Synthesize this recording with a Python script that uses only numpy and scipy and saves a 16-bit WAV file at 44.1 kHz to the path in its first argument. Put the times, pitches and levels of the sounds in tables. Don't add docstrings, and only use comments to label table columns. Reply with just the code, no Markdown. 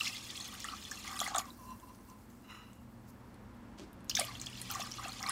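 import sys
import numpy as np
from scipy import signal
from scipy.io import wavfile

SR = 44100
rng = np.random.default_rng(int(sys.argv[2]) if len(sys.argv) > 2 else 0)


def bounce(signal):
    frames = np.transpose(np.atleast_2d(signal))
    limited = np.clip(frames, -1, 1)
    pcm = np.round(limited * 32767).astype(np.int16)
    wavfile.write(sys.argv[1], SR, pcm)


N = 234476


def amp(db):
    return 10 ** (np.asarray(db) / 20)


def unit(x):
    return x / np.sqrt(np.mean(x ** 2) + 1e-20)


def in_time(rows):
    s, *columns = np.transpose(rows)
    t = np.arange(N) / SR
    return [np.interp(t, s, column, left=-150, right=-150) for column in columns]


def strokes(rows, attack_s, release_s):
    t = np.arange(N) / SR
    gain = 0
    for start_s, length_s, level_db in rows:
        fade_in = np.clip((t - start_s) / attack_s, 0, 1)
        fade_out = np.exp(-np.maximum(t - start_s - length_s, 0) / release_s)
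        gain = gain + amp(level_db) * fade_in * fade_out
    return gain


def drift(rate):
    r = np.exp(-80 * np.pi * rate / SR)
    slow = signal.lfilter([1], [1, -2 * r, r * r], rng.standard_normal(N // 40 + 2002))[2000:]
    return np.interp(np.arange(N) / 40, np.arange(len(slow)), unit(slow))


def band(x, low_hz, high_hz):
    return signal.sosfilt(signal.butter(2, [low_hz, high_hz], "band", fs=SR, output="sos"), x)


def resonate(x, hz, width_hz):
    r = np.exp(-np.pi * max(width_hz, 1) / SR)
    feed = np.array([1, 0, -1]) * (1 - r * r) / 2
    return signal.lfilter(feed, [1, -2 * r * np.cos(2 * np.pi * hz / SR), r * r], x + 1e-18)


def resonate_twice(x, hz, width_hz):
    return resonate(resonate(x, hz, width_hz), hz, width_hz)


def body(x, modes):
    return sum(amp(db) * (-1) ** k * resonate(x, hz, width) for k, (hz, width, db) in enumerate(modes))


def grains(per_s, spread_db):
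    sizes = amp(spread_db * np.minimum(rng.exponential(1, N), 5)) * rng.choice([-1, 1], N)
    return sizes * (rng.random(N) < per_s / SR)


def swarm(per_s, low_hz, high_hz, width, tilt_db, spread_db, clump_db):
    born = grains(per_s * amp(clump_db * drift(25)), spread_db)
    dealt = rng.integers(0, 28, N)
    total = 0
    for k, hz in enumerate(np.geomspace(low_hz, high_hz, 28)):
        ring = resonate_twice(born * (dealt == k), hz, width * hz)
        total = total + amp(tilt_db * np.log2(hz / low_hz)) * ring
    return unit(total)


# pitch_hz, relative level_db (per Hz)
AIR_COLOUR = [(15, -27), (25, -8), (111, -2.5), (149, -22), (206, -1.5), (317, -9), (384, -18.5),
              (476, -13.5), (659, -20), (962, -15), (1130, -21), (1330, -20.5), (2760, -32.5), (14800, -51),
              (16000, -59)]
# time_s, level_db
AIR_LEVEL = [(0, -56), (1.25, -55), (2.75, -57.5), (3.35, -54), (4.25, -53), (5.32, -54)]
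# pitch_hz, width_hz (of each of two passes), level_db
APPLIANCE_HUMS = [(56.9, 3, -69), (101, 1.9, -87), (212.6, 16, -64), (238.8, 7.5, -64.5), (7870, 130, -90),
                  (15200, 60, -93)]
# time_s, level_db
MOTOR_LEVEL = [(0.0, -61.5), (0.92, -74), (2.44, -67), (3.03, -59), (3.82, -68), (4.25, -55.5),
               (5.32, -59.5)]
MOTOR_HZ = 121.3


def background():
    edges = 22 * 2 ** np.arange(0, 9.7, 1 / 3)
    white = rng.standard_normal((2, N))
    hz, db = np.transpose(AIR_COLOUR)
    air = 0
    for k, (low, high) in enumerate(zip(edges, edges[1:])):
        colour_db = np.interp(np.log(low * high) / 2, np.log(hz), db)
        air = air + amp(colour_db + 0.23 * drift(1.6)) * band(white[k % 2], low, high)
    hums = sum(amp(db) * unit(resonate_twice(white[0], hz, width)) for hz, width, db in APPLIANCE_HUMS)
    motor_phase = 2 * np.pi * np.cumsum(MOTOR_HZ + 0.99 * drift(5.1)) / SR
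    motor = amp(in_time(MOTOR_LEVEL)[0]) * np.sqrt(2) * np.sin(motor_phase)
    return amp(in_time(AIR_LEVEL)[0]) * unit(air) + hums + motor


ROOM_T60_S = 0.13


def kitchen(x):
    t = np.arange(int(.4 * SR)) / SR
    tail = rng.standard_normal(len(t)) * amp(-60 * t / ROOM_T60_S) * (t > .003)
    tail = signal.lfilter([.5], [1, -.5], tail)
    return signal.fftconvolve(x, tail / np.sqrt(np.sum(tail ** 2)))[:N]


# start_s, length_s, level_db (of its bright part)
RUSTLE_EVENT = (3.775, 0.016, -54.5)
THUD_OVER_DB = 7.5
RUSTLE_RELEASE_S, THUD_RELEASE_S = 0.04, 0.047


def rustle():
    noise = grains(1500, 2.4)
    bright = strokes([RUSTLE_EVENT], 0.012, RUSTLE_RELEASE_S) * unit(band(noise, 1500, 6500))
    thud = strokes([RUSTLE_EVENT], 0.022, THUD_RELEASE_S) * unit(band(noise, 223, 410))
    return bright + amp(THUD_OVER_DB) * thud


# start_s, length_s, level_db
RUBS = [(1.47, 0.014, -55.5), (1.58, 0.1, -58), (1.68, 0.05, -51.5), (1.81, .03, -58.5), (1.87, 0.039, -56),
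        (1.97, .03, -63), (2.08, 0.053, -61)]
# pitch_hz, width_hz, relative level_db
HELD_MODES = [(1023, 74, 6), (1053, 109, 1.5), (2727, 52, -14.5), (4070, 27, -19), (4380, 46, -29),
              (5840, 30, -16)]
# start_s, length_s, level_db
SLIDES = [(2.43, .03, -63.5), (2.48, 0.079, -54)]
# pitch_hz, width_hz, relative level_db
SLIDE_MODES = [(950, 57, 1.5), (1270, 230, 2.5), (1994, 54, -2.5), (2810, 100, 4.5), (2950, 35, 4),
               (3980, 35, 2), (5220, 40, -3), (5900, 88, -16), (6840, 8.6, -5), (7000, 55, -33)]
RUB_ATTACK_S, RUB_RELEASE_S = 0.011, 0.018
SLIDE_ATTACK_S, SLIDE_RELEASE_S = 0.015, 0.095


def cup():
    held = unit(body(grains(2300 * amp(2 * drift(35)), 2.8), HELD_MODES))
    scrape = grains(2500, 2.1)
    slide = unit(body(scrape, SLIDE_MODES)) + amp(-6.5) * unit(band(scrape, 640, 3800))
    rubbing = strokes(RUBS, RUB_ATTACK_S, RUB_RELEASE_S) * held
    return rubbing + strokes(SLIDES, SLIDE_ATTACK_S, SLIDE_RELEASE_S) * slide


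# start_s, length_s, level_db (of the hiss)
COLLAPSES = [(1.57, .16, -81), (2.06, 0.044, -75), (3.065, 0.036, -70.5)]
FROTH_START_S, FROTH_DB, FROTH_FADE_DB_PER_S = 1.416, -64.5, 7


def froth():
    ticks = swarm(900, 4800, 15000, width=0.18, tilt_db=1.5, spread_db=3.8, clump_db=5)
    edges = np.geomspace(4000, 17000, 9)
    white = rng.standard_normal((2, N))
    shared_db = 1.2 * drift(20)
    hiss = 0
    for k, (low, high) in enumerate(zip(edges, edges[1:])):
        hiss = hiss + amp(2 * drift(22) + shared_db) * band(white[k % 2], low, high)
    age = np.arange(N) / SR - FROTH_START_S
    thinning = amp(FROTH_DB - FROTH_FADE_DB_PER_S * age) * (age > 0)
    level = thinning + strokes(COLLAPSES, 0.02, 0.012)
    return level * (unit(hiss) + amp(-7) * ticks)


# start_s, relative level_db, treble pitch_hz
SLAP_EVENTS = [(0.033, -30, 5630), (0.078, -25.5, 5050), (0.1807, -35.5, 5900), (0.3082, -35, 5900),
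               (0.37, -35.5, 8160), (0.403, -33.5, 6950), (0.4444, -34.5, 6500), (0.478, -41, 14200),
               (0.5402, -42, 9850), (0.603, -33, 6000), (0.6433, -30.5, 7540), (0.837, -38, 6080),
               (0.9128, -27.5, 6700), (1.078, -33.5, 5900), (1.1635, -36, 9300), (1.1915, -27.5, 9200),
               (1.202, -20.5, 6460), (1.2135, -35, 11400), (1.2424, -33, 9300), (1.276, -29, 6700),
               (1.3463, -28, 6300), (1.36, -24, 7700), (1.3817, -23, 6900), (1.3822, -28, 11600),
               (1.395, -36, 11000), (1.41, -40, 11500), (1.455, -44, 5600), (1.706, -48, 8700),
               (1.799, -50, 6800), (1.948, -54, 5700), (2.1, -51, 5900), (2.3012, -51, 6380),
               (2.7317, -51, 7260), (3.3433, -57, 9390), (3.93, -52, 13000), (4.0058, -55, 9000),
               (4.0443, -52, 11500), (4.096, -16, 5100), (4.1517, -19.5, 5570), (4.168, -23, 5500),
               (4.1965, -16.5, 9200), (4.2497, -37, 11400), (4.4006, -37, 6860), (4.415, -28.5, 6670),
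               (4.4636, -32, 6840), (4.4992, -42, 8420), (4.6156, -28, 9500), (4.7017, -28, 6200),
               (4.713, -29.5, 14200), (4.738, -32, 6740), (4.7504, -30, 6530), (4.803, -32, 5900),
               (4.8682, -38.5, 7850), (4.915, -33, 5510), (5.082, -32, 7400), (5.202, -41, 6600),
               (5.228, -30, 5230), (5.274, -39, 5600), (5.2944, -24.5, 9000)]
SLAP_BODY_DB, SLAP_BODY_FOLLOWS, SLAP_MEAN_DB = -40, 0.6, -27


def slaps():
    out = np.zeros(N + SR)
    t = np.arange(1000) / SR
    for start_s, db, hz in SLAP_EVENTS:
        fade = np.exp(-t / 0.0011) + 0.28 * np.exp(-t / 0.011)
        puff = rng.standard_normal(1000) * fade
        treble = resonate_twice(puff, hz, 0.43 * hz) + amp(-15.5) * band(puff, 9000, 19845)
        body_db = SLAP_BODY_DB + SLAP_BODY_FOLLOWS * (db - SLAP_MEAN_DB)
        at = int(start_s * SR)
        out[at:at + 1000] += amp(db + 3.5) * treble + amp(body_db) * band(puff, 1800, 6200)
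    return out[:N]


# start_s, pitch_hz, level_db (peak before the flutter)
LOUD_BUBBLES = [(0.0092, 2810, -24), (0.016, 1210, -45), (0.045, 5200, -30), (0.067, 2180, -34),
                (0.0733, 2630, -26), (0.079, 5160, -32.5), (0.3027, 3480, -35), (0.3556, 4130, -39),
                (0.376, 3300, -35), (0.4083, 4230, -34.5), (0.644, 1800, -35.5), (0.6485, 1220, -36),
                (0.487, 3440, -41), (0.55, 2880, -42.5), (0.6852, 2880, -34), (0.6856, 1270, -38),
                (0.713, 1270, -41), (0.735, 1210, -39), (0.8507, 3420, -38.5), (0.9156, 1650, -35.5),
                (0.9164, 5600, -37.5), (1.076, 2110, -34.5), (1.158, 1160, -45), (1.191, 3860, -30),
                (1.2018, 3340, -31), (1.2134, 6950, -38), (1.2146, 720, -33), (1.2144, 1200, -32.5),
                (1.2185, 3350, -35.5), (1.264, 2020, -33.5), (1.275, 1620, -36), (1.278, 790, -36),
                (1.3178, 780, -37.5), (1.3464, 3610, -32.5), (1.3491, 756, -29), (1.3488, 1244, -28),
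                (1.3606, 3380, -29), (1.3655, 696, -33), (1.3838, 746, -33.5), (1.3832, 7000, -23),
                (1.385, 4740, -33.5), (1.3997, 1130, -29.5), (1.504, 3860, -44), (4.0962, 3840, -32),
                (4.0972, 4760, -22), (4.113, 2950, -32.5), (4.15, 3500, -30), (4.154, 6130, -24.5),
                (4.1681, 2180, -31), (4.172, 3540, -26), (4.174, 1650, -31.5), (4.1901, 737, -28),
                (4.19, 3240, -36), (4.198, 5150, -23), (4.207, 4200, -34), (4.2085, 1210, -34),
                (4.2114, 603, -31.5), (4.216, 2220, -29.5), (4.2312, 604, -39), (4.242, 2930, -37),
                (4.2813, 4600, -38.5), (4.2833, 1110, -41), (4.3526, 3230, -32.5), (4.397, 4160, -40),
                (4.416, 6530, -44), (4.461, 4820, -39), (4.4678, 3230, -35), (4.485, 2700, -45),
                (4.53, 2840, -43), (4.554, 2750, -43), (4.6149, 4180, -40), (4.7005, 2880, -39),
                (4.711, 6170, -35), (4.74, 2860, -38), (4.751, 6860, -38), (4.7546, 1140, -38),
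                (4.7966, 703, -38), (4.816, 1136, -35.5), (4.817, 2650, -36), (4.824, 5450, -32),
                (4.9194, 5400, -35.5), (4.939, 5840, -38.5), (4.994, 1140, -37), (5.049, 2600, -37.5),
                (5.0567, 716, -39.5), (5.0944, 4230, -37), (5.12, 4150, -37.5), (5.2057, 1150, -42),
                (5.2387, 1960, -35.5), (5.2638, 4230, -32), (5.2661, 2210, -36), (5.2876, 5240, -34),
                (5.2934, 1156, -34), (5.305, 3930, -35.5)]
BUBBLE_MS_AT_1KHZ, BUBBLE_SHORTENS = 5, 0.45
BUBBLE_GLIDE, BUBBLE_GLIDE_SPREAD = 0.079, 0.058


def bubbles():
    out = np.zeros(N + SR)
    for start_s, hz, db in LOUD_BUBBLES:
        length_s = BUBBLE_MS_AT_1KHZ / 1000 * (hz / 1000) ** -BUBBLE_SHORTENS
        rise = BUBBLE_GLIDE + BUBBLE_GLIDE_SPREAD * rng.standard_normal()
        t = np.arange(int(4 * length_s * SR)) / SR
        u = 2.25 * t / length_s
        swell = u * np.exp(1 - u - 0.012 * u * u)
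        glided_t = t + rise * (t * t / (2 * length_s) - t / 2)
        at = int(start_s * SR)
        out[at:at + len(t)] += amp(db) * swell * np.sin(2 * np.pi * hz * glided_t)
    return out[:N] * (1 + 0.23 * drift(80))


# time_s, relative level_db
POURS = [
    [(0.0, -43), (0.08, -45.5), (0.2, -51), (0.34, -50), (0.64, -52.5), (0.88, -53.5), (1.07, -51),
     (1.25, -46), (1.34, -55.5), (1.4, -48.5), (1.43, -71), (1.5, -60)],
    [(4.08, -71), (4.162, -51), (4.19, -40), (4.29, -55), (4.42, -57), (4.48, -55.5), (4.6, -53.5),
     (4.68, -51), (4.82, -48.5), (4.88, -54.5), (5.07, -52.5), (5.2, -53), (5.317, -48.5)],
]
# start_s, length_s, relative level_db
GLUG_EVENTS = [(0.0, 0.017, -50.5), (0.375, .2, -60), (0.65, 0.083, -51), (0.85, 0.014, -73),
               (0.91, 0.038, -60), (1.04, 0.17, -49.5), (1.21, 0.15, -47.5), (1.345, 0.035, -40),
               (4.18, 0.022, -51.5), (4.27, 0.033, -49.5), (4.69, 0.17, -47.5), (4.98, 0.099, -46),
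               (5.2, 0.073, -42.5), (5.27, .06, -42.5)]
GLUG_ATTACK_S, GLUG_RELEASE_S = 0.004, 0.034
SPRAY_BELOW_DB, SPRAY_FOLLOWS, FLOW_MEAN_DB = -9.5, 1, -59


def stream():
    flow_db = np.max([in_time(pour)[0] for pour in POURS], axis=0)
    spray_db = FLOW_MEAN_DB + SPRAY_BELOW_DB + SPRAY_FOLLOWS * (flow_db - FLOW_MEAN_DB)

    gurgle = swarm(700, 687, 2280, width=0.12, tilt_db=1.5, spread_db=2.5, clump_db=3)
    plinks = swarm(500, 1700, 7000, width=0.045, tilt_db=-1.5, spread_db=3.5, clump_db=3)
    fizz = swarm(2600, 2400, 7500, width=0.08, tilt_db=-3, spread_db=3.4, clump_db=3)
    sparkle = swarm(3500, 6520, 15470, width=0.04, tilt_db=-6, spread_db=4.8, clump_db=5)
    wash = unit(band(rng.standard_normal(N), 2320, 5160)) * amp(7.5 * drift(43))
    hiss = unit(band(rng.standard_normal(N), 5500, 10000))
    mist = unit(band(rng.standard_normal(N), 7400, 16000)) * amp(2.5 * drift(32))

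    glugs = strokes(GLUG_EVENTS, GLUG_ATTACK_S, GLUG_RELEASE_S)
    glugs = glugs + amp(flow_db - 11)
    small = amp(-2.5) * fizz + amp(-2.5) * plinks + amp(-11) * wash
    spray = sparkle + amp(-0.5) * hiss + amp(-9) * mist
    return amp(-8.5) * glugs * gurgle + amp(flow_db - 1.5) * small + amp(spray_db) * spray


# pitch_hz, width_hz, relative level_db
POT_MODES = [(770, 30, 2.5), (1070, 41, 5.5), (1200, 89, 4), (1650, 70, -0.5), (1920, 39, -9.5),
             (2790, 140, -2), (3396, 170, -10), (4230, 65, 1.5), (5220, 460, -19)]
ROOM_DB = -14


def scene():
    water = stream() + slaps()
    in_pot = amp(8.5) * body(water, POT_MODES)
    near = water + in_pot + bubbles() + froth() + cup() + rustle()
    return (near + amp(ROOM_DB) * kitchen(near) + background())[None]


CUTOFF_HZ = 16400


def record(dry):
    dry = signal.sosfilt(signal.butter(3, 36, "high", fs=SR, output="sos"), dry)
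    return signal.sosfilt(signal.cheby2(14, 60, CUTOFF_HZ, fs=SR, output="sos"), dry)


dry = scene()
out = record(dry)
bounce(out)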